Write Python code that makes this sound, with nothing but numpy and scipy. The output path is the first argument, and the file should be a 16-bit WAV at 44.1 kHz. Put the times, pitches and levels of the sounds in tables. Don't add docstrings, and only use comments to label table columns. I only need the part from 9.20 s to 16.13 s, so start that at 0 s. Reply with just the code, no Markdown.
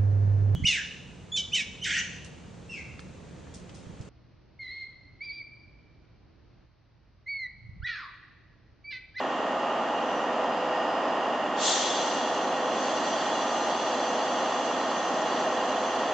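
import sys
import numpy as np
from scipy import signal
from scipy.fft import rfft, irfft
from scipy.io import wavfile

SR = 44100
rng = np.random.default_rng(int(sys.argv[2]) if len(sys.argv) > 2 else 0)


def log_audio(samples):
    frames = np.atleast_2d(samples).T
    limited = np.clip(frames, -1, 1)
    pcm = np.round(limited * 32767).astype(np.int16)
    wavfile.write(sys.argv[1], SR, pcm)


N = 305613
T = np.arange(N) / SR
FREQ = np.maximum(np.fft.rfftfreq(N, 1 / SR), 1)

# t/s, level/dB
ENGINE_FADER = [(0, -0.45), (1, 0), (5.85, 0), (6.15, 1.0), (6.5, 0.2)]
# multiple of the shaft speed, level/dB
ENGINE_TONES = [(8, -66.1), (18, -60.1), (26, -50.2), (32, -50.4), (44, -52.2), (51, -47.9), (54, -45.5),
                (64, -46.3), (67, -43.3), (72, -45.9), (79, -44.4), (82, -45.1), (85, -43.3), (87, -46.9),
                (101, -46.5), (106, -48.2), (110, -45.5), (115, -48.5), (123, -47.4), (138, -52.9),
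                (192, -53.1), (193, -54.9), (288, -53.5)]
# f/Hz, level/dB
CLATTER_EQ = [(40, -104), (70, -91), (120, -73), (170, -75.5), (245, -52.5), (440, -58), (540, -51.5),
              (720, -50), (890, -51), (1000, -56.5), (1250, -56.5), (1600, -64), (1870, -64), (2200, -74),
              (2850, -66.5), (3300, -73)]
# f/Hz, level/dB per Hz
ROAR_EQ = [(20, -107), (70, -96), (130, -80), (240, -63), (440, -64.5), (650, -59.5), (850, -61.5),
           (1250, -67), (1700, -74), (2150, -79), (3100, -75.5), (3900, -85.5), (6500, -90.5),
           (8500, -99.5)]
# f/Hz, width/Hz, level/dB per Hz, left minus right/dB
GEAR_MODES = [(1848, 38, -64, -3), (2828, 50, -68.5, -6)]
# multiple of the blade rate, level/dB
FAN_TONES = [(2, -57.5), (3, -53.5), (4, -44.5), (5, -43.5)]
# f/Hz, side minus mid/dB
ENGINE_SPREAD = [(60, -14.5), (180, -26), (530, -24), (920, -17), (1600, -9), (2800, -12.5), (4700, -4.5),
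                 (8200, -5)]

# start t/s, attack/s, peak level/dB, decay/dB per s
BLAST_ENVELOPE = (2.342, 0.14, 0.9, 37)
# f/Hz, level/dB per Hz
BLAST_EQ = [(100, -120), (1400, -68), (2000, -81.5), (2500, -73.5), (2900, -68), (3300, -71.5), (4200, -67),
            (5000, -71.5), (6000, -66.5), (6800, -65), (7500, -69), (8500, -69.5)]
# f/Hz, width/Hz, level/dB per Hz, left minus right/dB
VALVE_MODES = [(3243, 40, -55.5, 0), (3390, 50, -59.5, 0), (3545, 40, -55, 0), (3700, 90, -62, 0),
               (3978, 40, -57, 2), (4200, 80, -67, 2), (4535, 45, -62, 0), (5235, 60, -60, 2),
               (5885, 50, -60, 2), (6640, 110, -62, 2), (7480, 90, -61, 0)]
# start t/s, attack/s, peak level/dB, decay/dB per s
LEAK_SURGES = [(2.32, 0.25, 7, 17.5), (3.2, 0.58, -0.45, 1.38)]
# f/Hz, level/dB per Hz
LEAK_EQ = [(100, -125), (1200, -85.5), (1900, -75.5), (2400, -85.5), (3000, -91.5), (3700, -79.5),
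           (4350, -82.5), (5000, -80.5), (6000, -86), (6900, -83), (7500, -87.5), (8500, -87.5)]
# f/Hz, width/Hz, level/dB per Hz, left minus right/dB
PIPE_MODES = [(2860, 90, -70, -3), (3135, 35, -66.5, -1), (3245, 40, -70.5, -2), (3402, 35, -64.5, -3),
              (3445, 35, -67.5, -4), (4050, 42, -71, 0), (4115, 30, -72, 8), (4390, 90, -77.5, 5),
              (4541, 22, -65.5, 0), (5105, 35, -79, 5), (5270, 50, -78, 4), (5782, 35, -74, 7),
              (5865, 40, -72, 7), (5965, 22, -70, 4), (6180, 50, -71.5, -2), (6255, 35, -68.5, 6),
              (6510, 60, -76, 0), (7010, 70, -82, 2), (7580, 55, -82, -9)]
# peak t/s, half length/s, f/Hz, width/Hz, level/dB per Hz
AIR_WHISPERS = [(0.953, 0.12, 5900, 400, -83), (1.68, 0.55, 4970, 280, -81.5)]
# f/Hz, side minus mid/dB
AIR_SPREAD = [(2000, -10), (3500, -11), (6000, -3.5), (8000, -2)]
# f/Hz, level/dB
MASTER_EQ = [(5150, 0), (5350, -3), (5437, -21), (5530, -5), (5680, 0), (7620, 0), (7900, -11), (8400, -11),
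             (8700, -16)]


def clatter(turns, waver=0.24, waver_hz=1.1, count=350):
    hz = np.arange(1, count + 1) * turns[-1] / T[-1]
    partials = eq(CLATTER_EQ, hz) * firings(count)
    for multiple, db in ENGINE_TONES:
        k = int(round(multiple)) - 1
        partials[k] *= undb(db) / abs(partials[k])
    mid = each_turn(partials, turns)
    sensitivity = np.minimum(hz / 1000, 1)
    for _ in range(2):
        mid += waver * drift(waver_hz) * each_turn(partials * scatter(count) * sensitivity, turns)
    side = each_turn(partials * scatter(count) * eq(ENGINE_SPREAD, hz), turns)
    return pan(-1.48) * np.array([mid + side, mid - side])


def firings(count, per_turn=8, decay_intervals=1.32, size=16384):
    intervals_since = np.arange(size) * per_turn / size % 1
    bursts = rng.standard_normal(size) * np.exp(-intervals_since / decay_intervals)
    partials = rfft(bursts)[1:count + 1]
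    partials /= np.sqrt(abs(partials))
    return partials / np.sqrt(np.mean(abs(partials) ** 2))


def roar(trim_db=-0.53, flutter_db=0.2, crossover_hz=1400):
    bed = eq(ROAR_EQ) * undb(trim_db)
    treble_share = FREQ ** 2 / (FREQ ** 2 + crossover_hz ** 2)
    body = noise(bed * np.sqrt(1 - treble_share), ENGINE_SPREAD) * undb(flutter_db * drift(33))
    treble = bed * np.sqrt(treble_share) * pan(0.3)
    top = noise(np.hypot(treble, ringing(GEAR_MODES)), ENGINE_SPREAD)
    return body * pan(-0.5) + top


def valve_blast(echoes, crossover_hz=5200):
    flow = airflow(*BLAST_ENVELOPE)
    jet = np.hypot(eq(BLAST_EQ) * echoes, ringing(VALVE_MODES))
    treble_share = 1 / (1 + (crossover_hz / FREQ) ** 6)
    body = noise(jet * np.sqrt(1 - treble_share), AIR_SPREAD) * flow
    sizzle = noise(jet * np.sqrt(treble_share), AIR_SPREAD) * flow ** 2.2
    return body + sizzle


def pipe_leak(echoes, whistle_db=0.75, flutter_db=0.52, low_modes=9):
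    flow = np.sqrt(sum(airflow(*surge) ** 2 for surge in LEAK_SURGES))
    leak = noise(eq(LEAK_EQ) * echoes, AIR_SPREAD) * flow
    whistle = undb(whistle_db) * flow ** 0.8
    for modes, drive in ((PIPE_MODES[:low_modes], whistle), (PIPE_MODES[low_modes:], flow)):
        leak += noise(ringing(modes), AIR_SPREAD) * drive * undb(flutter_db * drift(5))
    return leak


def airflow(start, attack, peak_db, decay_db_per_s):
    opening = np.sin(np.pi / 2 * np.clip((T - start) / attack, 0, 1)) ** 2
    return opening * undb(peak_db - decay_db_per_s * np.maximum(T - start - attack, 0))


def cooling_fan(blade_hz=125.35):
    phase = 2 * np.pi * blade_hz * T + 0.1 * drift(0.6)
    waver_db = drift(2)
    hum = sum(undb(db + waver_db) * np.sin(multiple * phase + rng.uniform(0, 2 * np.pi))
              for multiple, db in FAN_TONES)
    return pan(1.2) * np.sqrt(2) * hum


def whispers():
    return sum(noise(undb(db) * resonance(hz, width), AIR_SPREAD) * np.exp(-((T - peak) / half) ** 2)
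               for peak, half, hz, width, db in AIR_WHISPERS)


def underframe_echoes(strength=0.17, count=8):
    delays_s = rng.uniform(0.002, 0.018, count)
    reflections = np.exp(-2j * np.pi * np.outer(delays_s, FREQ)).sum(axis=0)
    return abs(1 + strength / np.sqrt(count) * reflections) / np.sqrt(1 + strength ** 2)


def each_turn(partials, turns, size=16384):
    cycle = irfft(np.r_[0, partials], size) * size / np.sqrt(2)
    return np.interp(turns % 1 * size, np.arange(size + 1), np.r_[cycle, cycle[0]])


def noise(density, spread):
    mid, side = rfft(rng.standard_normal((2, N)))
    stereo = mid + np.array([[1], [-1]]) * eq(spread) * side
    return irfft(stereo * density, N) * np.sqrt(SR / 2)


def ringing(modes):
    return np.sqrt(sum((undb(db) * pan(pan_db) * resonance(hz, width)) ** 2
                       for hz, width, db, pan_db in modes))


def resonance(hz, width):
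    return 1 / (1 + 2 * ((FREQ - hz) / width) ** 2)


def scatter(count):
    return rng.standard_normal((count, 2)) @ np.array([1, 1j]) / np.sqrt(2)


def drift(rate_hz):
    wander = irfft(rfft(rng.standard_normal(N)) * np.exp(-(FREQ / rate_hz) ** 2), N)
    return (wander - wander.mean()) / wander.std()


def eq(points, hz=FREQ):
    f, db = np.transpose(points)
    return undb(np.interp(np.log(hz), np.log(f), db))


def pan(db):
    return undb(np.array([[db], [-db]]) / 2)


def undb(db):
    return 10 ** (np.asarray(db) / 20)


def scene(shaft_hz=9.842, hunting=0.0002):
    turns = np.cumsum(shaft_hz * (1 + hunting * drift(0.45))) / SR
    fader = undb(np.interp(T, *np.transpose(ENGINE_FADER)))
    engine = (clatter(turns) + roar() + cooling_fan()) * fader
    echoes = underframe_echoes()
    return engine + valve_blast(echoes) + pipe_leak(echoes) + whispers()


def record(dry, cutoff_hz=8700):
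    coloured = irfft(rfft(dry) * eq(MASTER_EQ), N)
    low_pass = signal.ellip(10, 0.2, 80, cutoff_hz, fs=SR, output="sos")
    return signal.sosfilt(low_pass, coloured)


dry = scene()
out = record(dry)
log_audio(out)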